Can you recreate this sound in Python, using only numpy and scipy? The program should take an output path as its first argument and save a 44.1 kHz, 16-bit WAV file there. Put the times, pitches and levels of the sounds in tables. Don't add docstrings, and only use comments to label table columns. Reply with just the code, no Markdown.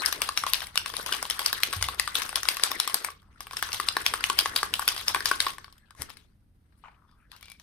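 import sys
import numpy as np
from scipy import signal
from scipy.io import wavfile
from scipy.ndimage import uniform_filter1d

SR = 44100
rng = np.random.default_rng(int(sys.argv[2]) if len(sys.argv) > 2 else 0)


def store_pcm(level_fs):
    pcm = np.round(np.clip(level_fs, -1, 1) * 32767).astype(np.int16)
    wavfile.write(sys.argv[1], SR, np.atleast_2d(pcm).T)


def ratio_of_db(decibels):
    return 10 ** (np.asarray(decibels, float) / 20)


N = 336218


def evened(x):
    return x / np.sqrt(np.mean(x ** 2) + 1e-20)


def read(points, hz):
    f, value = np.transpose(points)
    return np.interp(np.log(hz + 1), np.log(f + 1), value)


def curve(rows, t):
    return np.interp(t, *np.transpose(rows))


# (frequency [Hz], likeness [0 to 1])
EAR_LIKENESS = [(60, 0.98), (130, 0.82), (300, 1), (700, 0.083), (15000, 0.099)]


def hiss(colour, size, flicker_db=0, patchy_db=0, likeness=0):
    hop = size // 4
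    hz = np.fft.rfftfreq(size, 1 / SR)
    frames = N // hop + 5
    a, b, c, d, e = rng.standard_normal((frames, len(hz), 5)).T
    smooth = uniform_filter1d(uniform_filter1d(e, size=5, axis=0), size=20, axis=1)
    patches = patchy_db * evened(smooth)
    same = np.clip(np.maximum(read(EAR_LIKENESS, hz), likeness), 0, 1)[:, None]
    left = a + 1j * b
    right = same * left + np.sqrt(1 - same ** 2) * (c + 1j * d)
    flicker = flicker_db * evened(uniform_filter1d(rng.standard_normal(frames), size=3))
    spectra = np.array([left, right]) * ratio_of_db(read(colour, hz)[:, None] + flicker + patches)
    return evened(signal.istft(spectra, nperseg=size, noverlap=size - hop)[1][:, :N])


def ring(modes, count, weight_db=0, detune=0.053, scatter_db=4.5, apart=0.88, contact_s=0.00025,
         start_db=-7.5, chatter_db=-3):
    alike_hz = 1480
    chatter_s = .0015
    modes = modes + modes
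    hz, db, t60 = np.array(modes).T[:, None, :, None]
    t = np.arange(1024) / SR
    a, b, c, d = np.moveaxis(rng.standard_normal((count, len(modes), 1, 4)), 3, 0)
    level = ratio_of_db(db + weight_db + scatter_db * a) * ratio_of_db(-60 * t / t60)
    phase = 2 * np.pi * hz * (1 + detune * b) * t + 1.1 * c
    ear_shift = apart * d * np.minimum(hz / alike_hz, 1)
    ears = np.array([(level * np.sin(phase + ear * ear_shift)).sum(1) for ear in range(2)])
    lag = np.arange(256) / SR
    rebounds = ratio_of_db(chatter_db) * rng.standard_normal((count, 256)) * (rng.random((count, 256)) < .06)
    rebounds = rebounds * np.exp(-(lag / chatter_s) ** 2) + (lag == 0)
    softened = ears * np.minimum(t / contact_s, 1)
    ears = signal.fftconvolve(softened, rebounds[None], axes=2)[..., :1024]
    return ratio_of_db(start_db) * ears / np.sqrt((ears[..., :128] ** 2).mean((0, 2), keepdims=True))


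def place(times, sounds, echo_db=0):
    floor_echo_s, floor_echo_db = .0017, [-5, -4]
    spread = .3
    out = np.zeros((2, N + 2048))
    chance = rng.standard_normal((len(times), 2))
    dulled = signal.lfilter([1 - .4], [1, -.4], sounds)
    for k, s in enumerate(times):
        at = round(s * SR)
        out[:, at:at + 1024] += sounds[:, k]
        for ear in range(2):
            stretch = max(1 + spread * chance[k, 0] + .05 * ear * chance[k, 1], .3)
            late = at + round(floor_echo_s * SR * stretch)
            out[ear, late:late + 1024] += ratio_of_db(floor_echo_db[ear] + echo_db) * dulled[ear, k]
    return signal.sosfilt(signal.butter(2, 340, "high", fs=SR, output="sos"), out[:, :N])


# (time [s], level [dB])
RUMBLE_LEVEL = [(0, -56), (2.2, -55), (2.9, -61.5), (4.1, -53), (5.3, -53.5), (5.8, -62), (7.62, -61.5)]
# (frequency [Hz], relative level [dB per Hz])
RUMBLE_COLOUR = [(12, -31), (25, 2), (45, -1.5), (60, 7.5), (70, -7), (87, 3.5), (110, -4.5), (160, -9.5),
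                 (200, -8), (260, -15), (350, -22), (500, -66.5)]


def rumble():
    return hiss(RUMBLE_COLOUR, size=4096) * ratio_of_db(curve(RUMBLE_LEVEL, np.arange(N) / SR))


# (frequency [Hz], relative level [dB per Hz])
AIR_COLOUR = [(200, -18), (330, -8.5), (450, -11), (650, -14.5), (1280, -18), (2890, -24.5), (4500, -25.5),
              (7300, -32.5), (8800, -24.5), (14500, -29.5), (16000, -50)]


def air():
    return hiss(AIR_COLOUR, size=1024, flicker_db=.8) * ratio_of_db(-77.5)


# (time [s], level [dB])
WASH_LEVEL = [(0, -35.5), (.45, -51), (.6, -66.5), (.9, -48), (1.3, -41), (2.1, -47.5), (2.74, -40),
              (3.08, -43.5), (3.17, -85.5), (3.45, -54.5), (3.5, -49), (4.3, -43), (5.4, -49), (5.5, -51),
              (5.72, -65), (5.95, -78), (6.08, -61), (6.25, -72), (6.48, -100), (6.8, -70), (6.9, -75),
              (7.28, -84.5), (7.33, -61), (7.52, -77), (7.62, -79)]
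# (frequency [Hz], relative level [dB per Hz])
WASH_COLOUR = [(120, -54.5), (210, -26.5), (330, -3), (749, -10), (1140, 0.5), (1370, 3.5), (2050, 0),
               (2210, -7), (4950, -10.5), (7010, -23), (8420, -10), (11300, -29.5), (14900, -30.5),
               (16000, -56.5)]
# (frequency [Hz], relative level [dB per Hz])
SPLASH_COLOUR = [(300, -31), (1000, 0.5), (2000, -3.5), (3500, 3.5), (5200, -2.5), (7000, -8), (8600, -6.5),
                 (12000, -9.5), (15000, -12), (16500, -50.5)]


def slosh():
    usual_blow_db, splash_db, spread_db = -20, -38.5, 3
    fading, growth = 1.2, 0.5
    rise_s, t60 = 0.003, 0.27
    lead_in_db, lead_in_s = -26, .008
    dull_from_db, lead_in_dull, splash_dull = -6, 0.34, 0.033
    grit_db, grit_s = 2.2, .001
    t = np.arange(N) / SR
    s, db, base_db, *_ = np.transpose(BLOWS)
    at = np.round(s * SR).astype(int)
    dulling = np.maximum(base_db - dull_from_db, 0)
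    harder = db - usual_blow_db
    peak_db = splash_db + np.minimum(fading * harder, growth * harder)
    peak_db += spread_db * rng.standard_normal(len(s)) - splash_dull * dulling

    splash_power = np.zeros(N)
    np.add.at(splash_power, at, ratio_of_db(2 * peak_db))
    u = t[:SR // 3]
    swell = (1 - np.exp(-u / rise_s)) ** 2 * ratio_of_db(-2 * 60 * u / t60)
    splash_power = signal.oaconvolve(splash_power, swell / swell.max())[:N]

    lead_in_power = np.zeros(N)
    np.add.at(lead_in_power, at, ratio_of_db(2 * (lead_in_db + db - lead_in_dull * dulling)))
    lead = round(4 * lead_in_s * SR)
    growing = np.exp(2 * (t[:lead] - t[lead]) / lead_in_s)
    lead_in_power = signal.oaconvolve(lead_in_power, growing)[lead:]
    level = np.sqrt(abs(splash_power + np.pad(lead_in_power, (0, 1))[:N]))

    grit = ratio_of_db(grit_db * evened(uniform_filter1d(rng.standard_normal(N), size=round(grit_s * SR))))
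    bright = hiss(SPLASH_COLOUR, size=128, flicker_db=1.0, patchy_db=3.5, likeness=0.078)
    wash = hiss(WASH_COLOUR, size=256, flicker_db=3.0, patchy_db=6.0, likeness=0.095)
    return level * evened(grit) * bright + wash * ratio_of_db(curve(WASH_LEVEL, t))


def ticks(level):
    per_s, tick_db, spread_db, at_rest_db = 170, -4, 2.5, -52
    draws = rng.random((round(per_s * N / SR), 3))
    s = draws[:, 0] * N / SR
    stirred = level[(s * SR).astype(int)]
    size = stirred * ratio_of_db(tick_db - spread_db * np.log(draws[:, 1] + 0.0068))
    size *= stirred > ratio_of_db(at_rest_db)
    low = draws[:, 2, None]
    spot = np.arange(len(s)) % 150
    wall, base, contact = (ring(modes, count=150)[:, spot] for modes in (WALL, BASE[1:], CONTACT))
    sound = wall + low * base + 1.8 * contact
    return place(s, sound * size[:, None])


# (time [s], wall strength [dB], base strength [dB added to wall],
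# sharp contact strength [dB added to wall], best-excited wall pitch [Hz])
BLOWS = [(0.0198, -24.5, -0.5, -10.5, 3390), (0.0599, -9.5, -28, -9.5, 5020), (0.1262, -17, -8, -4, 4430),
         (0.2183, -11.5, -29, -8.5, 2860), (0.2896, -19, -0.5, -9.5, 2390),
         (0.375, -8.5, -28.5, -14.5, 5100), (0.437, -24, 7, -9.5, 2450), (0.4657, -21, 0, -10.5, 3200),
         (0.5347, -10, -17.5, -7.5, 4460), (0.5434, -14.5, -42, -20.5, 3840),
         (0.605, -25, -21, -14.5, 2180), (0.6191, -26, -2, -26, 3350), (0.6695, -32.5, -19.5, -2.5, 2950),
         (0.7566, -21, -5, -6.5, 3680), (0.7754, -7.5, -23, -11, 5420), (0.86, -21, -6.5, -10, 3200),
         (0.9, -28.5, -8.5, -12.5, 3220), (0.9385, -27, -4, -15.5, 3390), (0.967, -19.5, -23, -4.5, 3100),
         (1.062, -21.5, -9.5, -7, 2750), (1.091, -38, 11, -1, 3360), (1.1222, -23.5, 1, -13, 2400),
         (1.1256, -12.5, -36.5, -12, 3430), (1.1361, -21, -11.5, -12.5, 3520),
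         (1.147, -23.5, -8, -12.5, 2370), (1.227, -19.5, -4.5, -4, 5270), (1.2528, -24, -9, -15, 2290),
         (1.2998, -16, -29, -5, 2978), (1.3085, -15.5, -19.5, -16, 3150), (1.3926, -17.5, -6.5, -7, 5030),
         (1.417, -27.5, -4.5, -4, 3570), (1.4613, -7.5, -20, -10, 5090), (1.5288, -13.5, -8.5, -6.5, 4960),
         (1.58, -30, -16, -16, 3600), (1.6035, -34, -2, -7, 2570), (1.6335, -6.5, -26.5, -11.5, 2320),
         (1.728, -20, -7.5, -9.5, 4530), (1.734, -28.5, 4.5, -1, 4400), (1.8117, -26, -6, -19.5, 3400),
         (1.8257, -13.5, -30, -6, 5430), (1.8408, -22, -24, -8, 3080), (1.8861, -20.5, -1, -10, 4680),
         (1.9971, -9.5, -20.5, -8, 2520), (2.076, -22.5, 2.5, -6, 4880), (2.1538, -10.5, -17.5, -12, 3030),
         (2.2192, -19, -7, -10.5, 4900), (2.292, -25.5, -9.5, -3, 2190), (2.3283, -37, 8.5, -1, 3440),
         (2.357, -12, -20, -7, 5080), (2.3728, -30.5, 4, -33.5, 3740), (2.4317, -23, -3.5, -3.5, 3064),
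         (2.4537, -24, -2.5, -17.5, 3360), (2.4866, -8, -21, -7, 4850), (2.569, -22, -6, -7, 4950),
         (2.597, -27.5, 0.5, -9.5, 3330), (2.636, -3.5, -23, -10, 4990), (2.716, -18, -5, -7, 4630),
         (2.8002, -9.5, -43, -9, 3750), (2.876, -18.5, -4.5, -3.5, 4830), (2.8974, -25.5, -7, -10.5, 3930),
         (2.9434, -14.5, -11, 1, 3410), (3.0466, -19.5, -8.5, -2.5, 2980), (3.086, -41, 13.5, -16, 2270),
         (3.103, -38, -10, -1, 3330), (3.2192, -58, 2, -6, 4970), (3.229, -63, 8.5, -2, 5030),
         (3.4058, -30, -2, -3, 2830), (3.4692, -34, -2.5, -6, 3230), (3.51, -30, -3.5, -13, 3340),
         (3.5326, -31, -2.5, -8, 2380), (3.569, -19, -38, -9, 2940), (3.6256, -20, 1.5, -5, 3070),
         (3.689, -28.5, -5, -15, 3740), (3.7195, -24.5, -30, -19.5, 2750),
         (3.7299, -17, -26.5, -11.5, 3900), (3.7447, -21, -34.5, -6.5, 3110),
         (3.7991, -22.5, 5, -5.5, 2610), (3.8864, -8.5, -20, -14.5, 5070), (3.9675, -16.5, 3, -9, 2530),
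         (4.0635, -6, -23.5, -13.5, 4040), (4.138, -19, 2.5, -5.5, 3130),
         (4.2401, -8.5, -20.5, -16.5, 2920), (4.2992, -14, -2.5, -11, 2770), (4.3886, -5, -21, -10.5, 4710),
         (4.458, -18, 0, -14.5, 2740), (4.5606, -21.5, -32.5, -1.5, 3900), (4.5626, -9, -17.5, -13, 5080),
         (4.6303, -19, 4, -5.5, 4460), (4.7388, -10.5, -24, -12.5, 3040), (4.7941, -25.5, 7, 2.5, 4400),
         (4.8238, -31, 3, -15.5, 3120), (4.8785, -9, -13, -4, 3803), (4.8868, -10, -31, -13, 4450),
         (4.964, -24.5, -6, -10.5, 3960), (4.9779, -22, -12, -13, 3020), (5.012, -28, -8.5, -11.5, 2390),
         (5.0814, -6.5, -42.5, -17, 4510), (5.1008, -33.5, 2, -16.5, 3790), (5.1464, -16, 2, -6, 2980),
         (5.1618, -31, 11, -16, 3010), (5.2056, -23.5, 0, -11, 3720), (5.2565, -10.5, -13.5, -11, 5170),
         (5.3135, -17.5, 6, -6.5, 2510), (5.4031, -7.5, -24, -13, 3490), (5.466, -18.5, 0, -14, 2890),
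         (5.504, -34, -18, -17, 2370), (5.583, -35.5, 2.5, -7, 2180), (5.6439, -35, -3.5, -13, 2270),
         (5.6802, -52.5, 8, -18, 3220), (5.7258, -45, -11.5, -5.5, 3290), (5.7805, -50.5, -30.5, -3, 3370),
         (5.907, -45.5, 0, -6.5, 3480), (5.9498, -56, 7, -2, 2220), (6.0197, -28.5, -8.5, -0.5, 4210),
         (6.028, -37, -13, -1, 3500), (6.096, -41, -7, -9, 2500), (6.1017, -35, -12, -12, 2390),
         (6.17, -40.5, -27.5, -9, 2410), (6.2128, -64, -19, -18.5, 3320), (7.113, -59.5, -8, -9.5, 4500),
         (7.317, -37.5, -26, -8.5, 3600), (7.364, -42, -23, -8.5, 2330), (7.41, -48, -11, -4, 2340),
         (7.428, -38.5, -34, -9.5, 2340), (7.4563, -46.5, -22, -3, 2340), (7.4822, -42, -29, -17, 2330),
         (7.5, -42.5, -38, -4, 2370), (7.5178, -40, -35, -3.5, 2320), (7.54, -57, -23, -11.5, 2360),
         (7.598, -40.5, -31.5, -13.5, 4750)]
# (frequency [Hz], level [dB], time to die by 60 dB [s])
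BASE = [(390, -15, .014), (900, -24, .008), (1115, 0, .025), (1320, -4, .011), (1520, -2, .013),
        (1720, -4, .010), (1950, -11, .008)]
# (frequency [Hz], level [dB], time to die by 60 dB [s])
WALL = [(1700, -7, .004), (2200, -3, .004), (2600, -1, .0035), (3000, 0, .004), (3400, 0, .004),
        (3800, 0, .0035), (4200, 0, .0035), (4600, 0, .004), (5050, 2, .007), (5500, -3, .003),
        (6000, -7, .003)]
# (frequency [Hz], level [dB], time to die by 60 dB [s])
CONTACT = [(6520, 2, 0.0026), (8670, 3, 0.0089), (10210, 3.5, 0.007), (10260, 10, 0.0005),
           (11660, 11, 0.0023), (14800, -1, 0.0006), (15600, -16, 0.0027)]


def blows_on_can():
    s, db, base_db, contact_db, hz = np.transpose(BLOWS)
    pitches = np.array(WALL + WALL)[:, 0]
    near = -5 * abs(np.log2(pitches / hz[:, None]))[..., None]
    wall = ring(WALL, len(s), near, apart=0.79)
    base = ring(BASE, len(s), detune=.025, scatter_db=2.5, apart=.7, contact_s=.0007, start_db=-4, chatter_db=-10)
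    contact = ring(CONTACT, len(s), apart=1.1, contact_s=.00012, start_db=-1)
    bright = (wall + ratio_of_db(contact_db)[:, None] * contact) * ratio_of_db(db)[:, None]
    dull = base * ratio_of_db(db + base_db)[:, None]
    return place(s, bright) + place(s, dull, echo_db=-5)


# (frequency [Hz], time to die by 60 dB [s])
GARAGE_T60 = [(250, 1), (660, 0.19), (1740, 0.29), (4590, 0.24), (12100, 0.12)]


def garage(x):
    level_db, wall_delay_s, fill_s = -10.5, 0.0046, 0.0043
    taps = np.zeros((3, 2, SR // 2))
    grid = np.arange(round(wall_delay_s * SR), SR // 2 - 12, 12)
    at = grid + rng.integers(0, 12, (3, 2, len(grid)))
    np.put_along_axis(taps, at, rng.choice([-1., 1.], at.shape), 2)
    hz, t, z = signal.stft(taps, SR, nperseg=256)
    fade = ratio_of_db(-60 * t / read(GARAGE_T60, hz)[:, None]) * np.minimum(t / fill_s, 1)
    tails = signal.istft(z * fade, SR, nperseg=256)[1]
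    cycles = 2.3 * np.arange(N) / SR + np.arange(3)[:, None, None] / 3
    turns = np.sqrt(2 / 3) * np.cos(2 * np.pi * cycles)
    echoes = signal.fftconvolve(turns * x.mean(0), tails / np.linalg.norm(tails[0, 0]), axes=2)
    return ratio_of_db(level_db) * echoes.sum(0)[:, :N]


# (time [s], level [dB], starting pitch [Hz], time to die by 60 dB [s])
THUDS = [(1.763, -30, 91.6, 0.4), (1.799, -36, 63.3, .75), (1.81, -46, 132, 0.5), (5.993, -36, 73, 0.17),
         (6.004, -23, 131, 0.015)]


def thuds():
    u, out = np.arange(SR) / SR, np.zeros(N)
    for s, db, hz, t60 in THUDS:
        swing = np.sin(2 * np.pi * hz * u * (1 - 0.14 * u))
        out[round(s * SR):][:SR] += ratio_of_db(db - 60 * u / t60) * np.minimum(u / 0.0059, 1) * swing
    return out


# (start [s], length [s], level before fading [dB], first pitch [Hz], last pitch [Hz], width [Hz])
WHISTLES = [(5.81, .11, -72, 1750, 1520, 120), (5.9, .035, -61, 1500, 1420, 300),
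            (6.2, .07, -73, 3300, 3444, 900), (3.215, .16, -68, 1250, 1150, 500),
            (6.765, .06, -73, 10500, 9500, 3000), (6.835, .07, -75, 6500, 5500, 4000),
            (7.17, .07, -78, 9500, 9500, 3000), (7.3, .08, -61, 4200, 4300, 1300),
            (6.854, .15, -66, 1050, 1150, 600), (6.84, .13, -66, 2300, 2200, 1500),
            (6.96, .23, -66.5, 1150, 1300, 350), (7.15, .15, -68, 1300, 1600, 450),
            (7.18, .09, -75, 2300, 2300, 600), (7.42, .15, -59, 3800, 3500, 2600),
            (7.075, .09, -76, 3500, 3550, 500), (7.075, .08, -78, 5000, 5000, 900),
            (7.33, .07, -67, 2800, 2750, 160), (7.46, .14, -60, 2350, 2310, 110)]


def whistles():
    peak_at, slip_db, wander = 0.27, 3, .2
    out = np.zeros((2, N))
    for start, length, db, first_hz, last_hz, width_hz in WHISTLES:
        at = np.arange(round(start * SR), min(round((start + length) * SR), N))
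        u, r = np.linspace(0, 1, len(at)), np.exp(-np.pi * width_hz / SR)
        slow = rng.standard_normal((2, len(at), 2)) @ [1, 1j]
        slow = signal.lfilter([1], [1, -2 * r, r * r], slow + .5 * slow[::-1])
        slow *= ratio_of_db(slip_db * evened(uniform_filter1d(rng.standard_normal(len(at)), size=300)))
        wander_hz = wander * width_hz * evened(uniform_filter1d(rng.standard_normal(len(at)), size=900))
        pitch_hz = first_hz + (last_hz - first_hz) * u + wander_hz
        turn = np.exp(2j * np.pi * np.cumsum(pitch_hz) / SR)
        arch = np.minimum(u / peak_at, (1 - u) / (1 - peak_at))
        out[:, at] += evened((slow * turn).real) * ratio_of_db(db) * np.sqrt(abs(arch))
    return out


# (frequency [Hz], relative level [dB per Hz])
PULL_COLOUR = [(88, -29), (150, 0), (923, -6.5), (1940, 1), (2810, -12), (4000, -9.5), (11500, -7.5),
               (16000, -37)]


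def cap_pull():
    pop_s, pop_db, swell_db_per_s, dying_db_per_s, reach_s = 6.016, -41, 420, 450, .065
    u = np.arange(N) / SR - pop_s
    level = ratio_of_db(pop_db - np.maximum(-swell_db_per_s * u, dying_db_per_s * u))
    level *= np.clip((reach_s - abs(u)) / 0.0144, 0, 1)
    return hiss(PULL_COLOUR, size=256, flicker_db=1.0, likeness=0.68) * level


# (time [s], level [dB])
CAP_KNOCKS = [(6.8382, -38), (6.8458, -39), (6.8538, -45), (6.858, -43), (6.871, -46), (6.881, -45)]
# (frequency [Hz], level [dB], time to die by 60 dB [s])
CAP_MODES = [(806, -10, .02), (1000, 2, .02), (1180, 3, .018), (1400, -1, .02), (1750, -5, .015),
             (2050, -6, .012), (2350, -4, .014), (2830, -8, .012), (3300, -9, .008), (4400, -14, .006)]


def cap_knocks():
    s, db = np.transpose(CAP_KNOCKS)
    return place(s, ring(CAP_MODES, len(s), scatter_db=1.0, contact_s=0.002) * ratio_of_db(db)[:, None])


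# (frequency [Hz], level [dB], time to die by 60 dB [s])
LOOSE_MODES = [(1110, -18, .04), (2315, -10, .1), (2790, -18, .05), (2370, -13, .06), (3420, -14, .04)]


def loose_ring():
    touches, t = np.zeros(N), np.arange(SR // 8) / SR
    for s, db, *_, hz in BLOWS:
        loose = s > 7.42 and hz < LOOSE_MODES[2][0]
        touches[round(s * SR)] = ratio_of_db(db) * loose * rng.choice([-1, 1])
    body = sum(ratio_of_db(db - 60 * t / t60) * np.sin(2 * np.pi * hz * t) for hz, db, t60 in LOOSE_MODES)
    return signal.oaconvolve(touches, body)[:N]


# (time [s], left over right [dB])
SWING = [(0, 5), (2.8, 4.5), (5.5, 3), (6.2, 11), (6.8, 8.5), (7.62, 5.5)]


def scene():
    cap_room_db = 3.5
    shade, shade_hz, right_late_s = 0.27, 5100, .00005
    side = ratio_of_db(np.outer([.5, -.5], curve(SWING, np.arange(N) / SR)))
    blows, cap, liquid = blows_on_can(), cap_pull() + cap_knocks(), slosh()
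    stirred = np.sqrt(abs(uniform_filter1d((liquid ** 2).mean(0), size=1024)))
    room = garage(blows + ratio_of_db(cap_room_db) * cap)
    near = side * (blows + cap + liquid + ticks(stirred) + whistles() + loose_ring())
    treble = signal.lfilter(*signal.butter(1, shade_hz, "high", fs=SR), near[1])
    near[1] = np.roll(near[1] - shade * treble, round(right_late_s * SR))
    return near + room + thuds() + rumble() + air()


def top_cut(x):
    return signal.sosfilt(signal.butter(12, 16630, fs=SR, output="sos"), x)


def record(dry):
    notch_hz, notch_width_hz, notch_share, top_hz = 7350, 500, .7, 16300
    ceiling = .95
    band = signal.lfilter(*signal.iirpeak(notch_hz, notch_hz / notch_width_hz, SR), dry)
    heard = signal.sosfilt(signal.butter(6, top_hz, fs=SR, output="sos"), dry - notch_share * band)
    over = np.maximum(abs(heard) - ceiling / 2, 0)
    rounded = heard - np.sign(heard) * (over - ceiling / 2 * np.tanh(2 * over / ceiling))
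    return top_cut(rounded)


dry = scene()
out = record(dry)
store_pcm(out)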